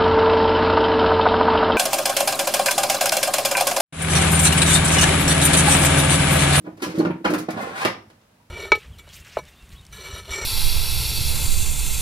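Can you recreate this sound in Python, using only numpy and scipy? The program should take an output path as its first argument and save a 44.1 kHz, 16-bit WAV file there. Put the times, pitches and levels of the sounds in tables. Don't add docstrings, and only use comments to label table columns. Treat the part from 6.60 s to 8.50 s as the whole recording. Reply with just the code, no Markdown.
import sys
import numpy as np
from scipy import signal
from scipy.fft import rfft, irfft
from scipy.io import wavfile
from scipy.ndimage import uniform_filter1d

SR = 44100
rng = np.random.default_rng(int(sys.argv[2]) if len(sys.argv) > 2 else 0)


def output_pcm(signal):
    pcm = np.clip(np.atleast_2d(signal).T, -1, 1) * 32767
    wavfile.write(sys.argv[1], SR, np.round(pcm).astype(np.int16))


def ratio(d):
    e = np.asarray(d, float) / 20
    return 10 ** e


N = 83790


def evened(x):
    return x / np.sqrt(np.mean(x ** 2) + 1e-20)


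def read(points, hz):
    f, value = np.transpose(points)
    return np.interp(np.log(hz + 1), np.log(f + 1), value)


def add(mix, s, sound):
    part = mix[round(s * SR):][:len(sound)]
    part += sound[:len(part)]


def colour(x, points, tilt_db=0.):
    hz = np.fft.rfftfreq(x.shape[-1], 1 / SR)
    gain_db = read(points, hz) + tilt_db * np.log2((hz + 300) / 1800)
    return irfft(rfft(x) * ratio(gain_db), x.shape[-1])


def ring(modes, t, shift):
    return sum(ratio(db - 60 * t / t60) * np.sin(2 * np.pi * hz * k * t)
               for (hz, db, t60), k in zip(modes, shift))


def clicks(count, per_s, spread_db):
    chance, size, sign = rng.random((count, 3)).T
    return (chance < per_s / SR) * ratio(-spread_db * np.log(size + 0.0021)) * np.sign(sign - .5)


def pair(a, b):
    # columns f/Hz, likeness/0-1
    likeness = [(100, 1), (250, 1), (500, 0.51), (1000, 0.013), (8000, 0.0071)]
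    hz = np.fft.rfftfreq(len(a), 1 / SR)
    same = np.clip(read(likeness, hz), 0, 1)
    mid = np.sqrt((1 + same) / 2) * rfft(a)
    side = np.sqrt((1 - same) / 2) * rfft(b)
    return irfft(np.array([mid + side, mid - side]), len(a))


def swell(t, push_s):
    return np.sin(np.pi / 2 * np.clip(t / push_s, 0, 1)) ** 2


def thumps():
    # columns t/s, panel level/dB, cavity level/dB, panel ring/s
    pushes = [(.004, -48, -51, 0.44), (0.042, -37.5, -45.5, 0.31), (0.072, -25, -37, 0.12),
              (0.129, -39, -50, 0.19), (0.178, -37.5, -47, 0.14), (0.22, -25, -61, 0.45),
              (0.231, -15.5, -42, 0.072), (0.262, -26.5, -33, 0.25), (0.289, -30.5, -34.5, 0.34),
              (0.342, -24, -76, 0.3), (0.377, -20, -23, 0.32), (0.395, -4.5, -25, 0.089),
              (0.425, -16.5, -26.5, 0.16), (0.45, -21, -26, 0.37), (0.467, -18.5, -25.5, 0.17),
              (0.499, -13, -28, 0.1), (.512, -32.5, -36, 0.11), (0.54, -33.5, -34, 0.24),
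              (0.605, -27, -43, 0.082), (0.648, -17, -39, 0.18), (0.673, -35.5, -49, 0.21),
              (0.695, -18, -28.5, 0.24), (0.712, -16, -33.5, 0.1), (0.731, -11.5, -43, 0.11),
              (0.761, -23, -37, 0.21), (0.797, -25.5, -34, 0.3), (0.885, -20.5, -29.5, 0.12),
              (0.942, -34, -37, 0.19), (1.249, -19, -31, 0.053), (1.259, -12.5, -32.5, 0.039),
              (1.274, -44, -38, 0.16), (1.504, -47.5, -59, 0.083)]
    # columns f/Hz, level/dB
    panel_modes = [(317.3, 1.5), (265.2, -8.5), (341, -19), (415.3, -10.5), (495.6, -9), (559, -15.5)]
    # columns f/Hz, level/dB
    cavity_modes = [(178.7, 8.5), (129, -13.5), (220.3, 2)]
    push_s, detune = 0.00605, 0.017
    cavity_ring_s, cavity_gain_db = 0.098, 1.5
    out, t = np.zeros((2, N)), np.arange(12000) / SR
    draws = rng.standard_normal((len(pushes), 15))
    gaps = np.diff([row[0] for row in pushes] + [N / SR])
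    cavity = [(f, d, cavity_ring_s) for f, d in cavity_modes]
    for (s, db, cavity_db, ring_s), k, gap in zip(pushes, draws, gaps):
        panel = [(f, d + 4 * g * (d < 0), ring_s * 320 / f) for (f, d), g in zip(panel_modes, k[9:])]
        body = ratio(db) * ring(panel, t, 1 + detune * k) * (1 - swell(t - gap, push_s))
        hollow = ratio(cavity_db + cavity_gain_db) * ring(cavity, t, 1 + 2 * detune * k[6:])
        add(out[0], s - push_s / 2, body * swell(t, push_s))
        add(out[1], s - push_s / 2, hollow * swell(t, push_s))
    return out


def clacks():
    # columns t/s, level/dB, tilt/dB per octave, rattle/s, rise/s
    clusters = [(0.003, -38, -6, .15, .002), (.045, -36.5, -1.5, 0.052, 0.011),
                (0.064, -25, -7, 0.033, 0.0061), (0.17, -40, 4, 0.036, 0.0086),
                (0.195, -30.5, 0.5, 0.076, 0.013), (0.221, -13, 4.5, 0.16, 0.0043),
                (0.299, -25.5, 3, 0.2, 0.0038), (0.35, -24.5, 3, 0.27, 0.0038),
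                (0.384, -25.5, 7, 0.034, 0.0051), (0.402, -16, -3, 0.024, 0.0064),
                (0.451, -14, -3.5, 0.033, 0.003), (.468, -22, -5, 0.022, 0.0028),
                (0.503, -24, -7, 0.025, 0.0041), (0.645, -8.5, -1.5, 0.029, 0.0089),
                (0.655, -10, -2.5, 0.069, 0.005), (0.677, -17.5, -0.5, 0.027, 0.0015),
                (0.699, -22.5, 6.5, 0.079, 0.0074), (0.736, -20, 7.5, 0.055, 0.0029),
                (.746, -13.5, -4.5, 0.016, 0.004), (0.781, -22, 8.5, 0.052, 0.0093),
                (0.886, -16.5, -3, 0.035, 0.0055), (0.905, -25, 6, 0.05, 0.0024),
                (0.972, -18, -4.5, 0.032, 0.0062), (1.005, -31, 9.5, 0.05, 0.017),
                (1.205, -19.5, 3.5, 0.11, 0.014), (1.251, -9.5, 2.5, 0.021, 0.0019),
                (1.255, -13, 1.5, 0.0077, 0.0014), (1.26, -16, -0.5, 0.013, 0.001),
                (1.278, -23, 0.5, 0.041, .002), (1.302, -30, 4.5, 0.022, 0.0015),
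                (1.318, -37, -8, 0.025, 0.0016), (1.501, -40, 3, 0.023, 0.0029)]
    # columns f/Hz, level/dB
    crack_colour = [(250, -19.5), (500, -11), (1200, -9), (2400, -19), (5450, -25.5), (8000, -35.5),
                    (10500, -36.5), (15900, -47.5)]
    # columns f/Hz, level/dB
    utensil_modes = [(650, -14), (770, -6), (980, 5), (1190, 16), (1320, -8), (1540, -7), (1890, -37),
                     (2120, -5), (2570, 24), (3370, 11.5), (5500, -50), (10500, -38)]
    clicks_per_s, click_spread_db = 5000, 2
    ring_s, ring_detune, ring_db = 0.01, 0.065, -15
    even_hz, lead = 250, 200
    out, t = np.zeros(N), np.arange(16384) / SR
    for s, db, tilt_db, rattle_s, rise_s in clusters:
        shape = np.minimum(t / rise_s, 1) * ratio(-60 * np.maximum(t - rise_s, 0) / rattle_s)
        cluster = np.roll(clicks(len(t), clicks_per_s, click_spread_db) * shape, lead)
        z = rfft(cluster)
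        power = uniform_filter1d(abs(z) ** 2, size=round(even_hz * len(t) / SR))
        cluster = irfft(z / np.sqrt(power + 1e-12), len(t))
        g, k = rng.standard_normal((len(utensil_modes), 2)).T
        struck = [(f, d + 5 * c, ring_s) for (f, d), c in zip(utensil_modes, g)]
        modes = colour(ring(struck, t, 1 + ring_detune * k), [(1, 0), (2, 0)], tilt_db)
        crack = colour(cluster, crack_colour, tilt_db)
        rung = signal.fftconvolve(cluster, modes)[:len(t)]
        both = crack / np.linalg.norm(crack) + ratio(ring_db) * rung / np.linalg.norm(rung)
        add(out, s - lead / SR - .002, ratio(db) * 6 * both / np.linalg.norm(both))
    return out


def knocks():
    # columns t/s, level/dB, f/Hz, ring/s
    pitched = [(0.32, -41, 900, 0.07), (.245, -24.5, 1011, 0.095), (0.455, -17, 1383, 0.025),
               (0.507, -28.5, 921, 0.13), (.886, -21.5, 721, 0.076), (.966, -19.5, 219, 0.053),
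               (.974, -27.5, 744, 0.065), (1.003, -26, 560, 0.068), (1.071, -22, 487, 0.04),
               (1.108, -29, 456, 0.09), (1.251, -14.5, 403, 0.04), (1.259, -12, 392, 0.023),
               (1.256, -15, 1173, 0.045), (1.215, -25, 2500, 0.055), (.655, -19, 515, 0.063),
               (1.8, -55.5, 960, 0.17), (0.4, -27, 4300, 0.027), (0.453, -30.5, 2760, 0.042),
               (.652, -16, 1400, 0.044), (.658, -17, 3150, 0.027), (1.251, -29, 110.7, 0.11),
               (0.26, -32.5, 95, 0.078), (.65, -21, 195, 0.13), (.652, -20.5, 680, 0.067),
               (0.93, -37, 2080, 0.07), (.398, -19, 540, 0.045), (.415, -24.5, 820, .08),
               (.16, -42.5, 105, .15), (.93, -34.5, 108, 0.17), (.232, -35, 2110, 0.11),
               (.078, -39.5, 700, 0.13)]
    # t/s, level/dB, f/Hz, width/Hz, t60/s
    shimmer = (1.253, -46, 5450, 400, .45)
    out, t = np.zeros(N), np.arange(20000) / SR
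    for s, db, hz, ring_s in pitched:
        tones = ring([(hz, db, ring_s), (hz, db - 15, ring_s)], t, [1, 1.05])
        add(out, s, tones * np.minimum(t / 0.0018, 1))
    s, db, hz, width, t60 = shimmer
    band = signal.butter(2, [hz - width / 2, hz + width / 2], "band", fs=SR, output="sos")
    fuzz = signal.sosfilt(band, rng.standard_normal(len(t)))
    add(out, s, ratio(db - 60 * t / t60) * evened(fuzz))
    return out


def ticks():
    # columns t/s, level/dB
    taps = [(.222, -22), (.228, -33), (0.234, -19.5), (.398, -31), (.453, -31), (0.457, -25), (.47, -24),
            (.508, -21), (.65, -22), (.656, -17), (.659, -19), (0.662, -15), (.678, -24), (0.679, -18),
            (0.693, -21), (0.739, -10.5), (0.745, -28), (.79, -34), (0.886, -30), (.973, -23), (1.008, -28),
            (1.224, -22), (1.25, -1), (1.256, -19), (1.26, -13), (1.262, -14), (1.271, -16), (1.28, -27),
            (1.286, -28), (1.318, -25.5)]
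    # columns f/Hz, level/dB
    tap_colour = [(200, -16), (500, 0), (1200, 4), (2500, 1.5), (5500, -27), (8000, -34), (10500, -17),
                  (15900, -40)]
    tap_s = .001
    out, t = np.zeros(N), np.arange(400) / SR
    for s, db in taps:
        crack = rng.standard_normal(len(t)) * ratio(-60 * t / tap_s)
        add(out, s, ratio(db) * crack / np.linalg.norm(crack))
    return 5 * colour(out, tap_colour)


def slide():
    # columns t/s, level/dB, brightness (-3 or less all dull, 3 or more all bright)
    course = [
        (0.92, -51, -15),
        (.95, -41, -6),
        (1.008, -33, -4),
        (1.049, -37.5, 0.5),
        (1.14, -38.5, -3),
        (1.164, -32, 6),
        (1.21, -27.5, 4),
        (1.243, -27, -1),
    ]
    # columns f/Hz, width/Hz, level/dB
    runner_modes = [(490, 60, 0), (810, 35, -1), (1110, 40, 0), (1450, 50, -6), (1850, 45, -4),
                    (2090, 45, -5)]
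    # columns f/Hz, level/dB
    rub_colour = [(80, -25), (170, -4), (450, -0.5), (1100, 6.5), (2500, -3), (5500, -19.5), (8000, -23.5),
                  (10500, -27), (15900, -41)]
    slips_per_s, slip_spread_db = 2500, 2.5
    s, db, tilt_db = np.transpose(course)
    t = np.arange(N) / SR
    slips = clicks(N, slips_per_s, slip_spread_db)
    runner = [(f, d, np.log(1000) / np.pi / width) for f, width, d in runner_modes]
    modes = ring(runner, t[:8000], np.ones(len(runner)))
    dull = evened(colour(slips, rub_colour, 2.2)) + evened(signal.oaconvolve(slips, modes)[:N])
    bright = evened(colour(slips, rub_colour, 3))
    share = np.clip(.5 + np.interp(t, s, tilt_db) / 6, 0, 1)
    return ratio(np.interp(t, s, db, -120, -120)) * ((1 - share) * dull + share * bright)


def kitchen():
    # columns f/Hz, t60/s
    decay = [(125, 0.7), (400, 0.35), (1200, 0.32), (4000, 0.3), (12000, 0.17)]
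    early_db, early_s = 7.5, 0.006
    echoes = np.zeros((2, 30000))
    at = np.arange(120, 29980, 20) + rng.integers(0, 20, (2, 1493))
    np.put_along_axis(echoes, at, rng.choice([-1., 1.], at.shape), 1)
    hz, t, z = signal.stft(echoes, SR, nperseg=512)
    fall_db = early_db * np.exp(-t / early_s) - 60 * t / read(decay, hz)[:, None]
    tail = signal.istft(z * ratio(fall_db), SR, nperseg=512)[1][:, :30000]
    return pair(*tail) / np.linalg.norm(tail[0])


def air():
    # columns f/Hz, level/dB
    air_colour = [(15, -37), (25, -22), (107, -3.5), (166, -11.5), (217, -6), (393, -18.5), (475, -15),
                  (589, -15.5), (15900, -38)]
    level_db, patch_db, swell_db = -57.5, 0.5, 3
    hz, t, z = signal.stft(rng.standard_normal((2, N)), SR, nperseg=1024)
    patches = uniform_filter1d(rng.standard_normal(z.shape[1:]), 3, 0)
    patches = evened(uniform_filter1d(patches, 5, 1))
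    drift = evened(uniform_filter1d(rng.standard_normal(len(t)), size=9)) / (1 + hz[:, None] / 400)
    x = signal.istft(z * ratio(patch_db * patches + swell_db * drift), SR, nperseg=1024)[1][:, :N]
    return ratio(level_db) * evened(pair(*colour(x, air_colour)))


def scene():
    low, hollow = thumps()
    tones = knocks()
    high = clacks() + slide() + ticks()
    send = ratio(-15) * (low + hollow) + ratio(-8) * tones + ratio(-1) * high
    turn = np.arange(N) / SR / .03
    wet = np.zeros((2, N))
    for k in range(6):
        gate = np.cos(np.pi / 2 * np.clip((turn + k) % 6 - 3, -1, 1))
        wet += signal.fftconvolve((send * gate)[None], kitchen(), axes=1)[:, :N]
    near = low + tones + ratio(-3) * high
    direct = np.array([near, np.roll(near, -10)]) + hollow
    low_cut = signal.butter(3, 100, "high", fs=SR, output="sos")
    return signal.sosfilt(low_cut, direct + wet) + air()


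def low_pass(x):
    return signal.sosfilt(signal.butter(12, 16120, fs=SR, output="sos"), x)


def record(dry):
    # columns f/Hz, level difference/dB
    port_tilt = [(150, -0.5), (300, -0.5), (550, -8), (1500, 3.5), (4500, -2), (8000, 0.5), (10500, -10),
                 (14000, -2.5)]
    hz = np.fft.rfftfreq(N, 1 / SR)
    port_db = np.array([[.5], [-.5]]) * read(port_tilt, hz)
    ports = irfft(rfft(dry) * ratio(port_db), N)
    return low_pass(ports)


dry = scene()
out = record(dry)
output_pcm(out)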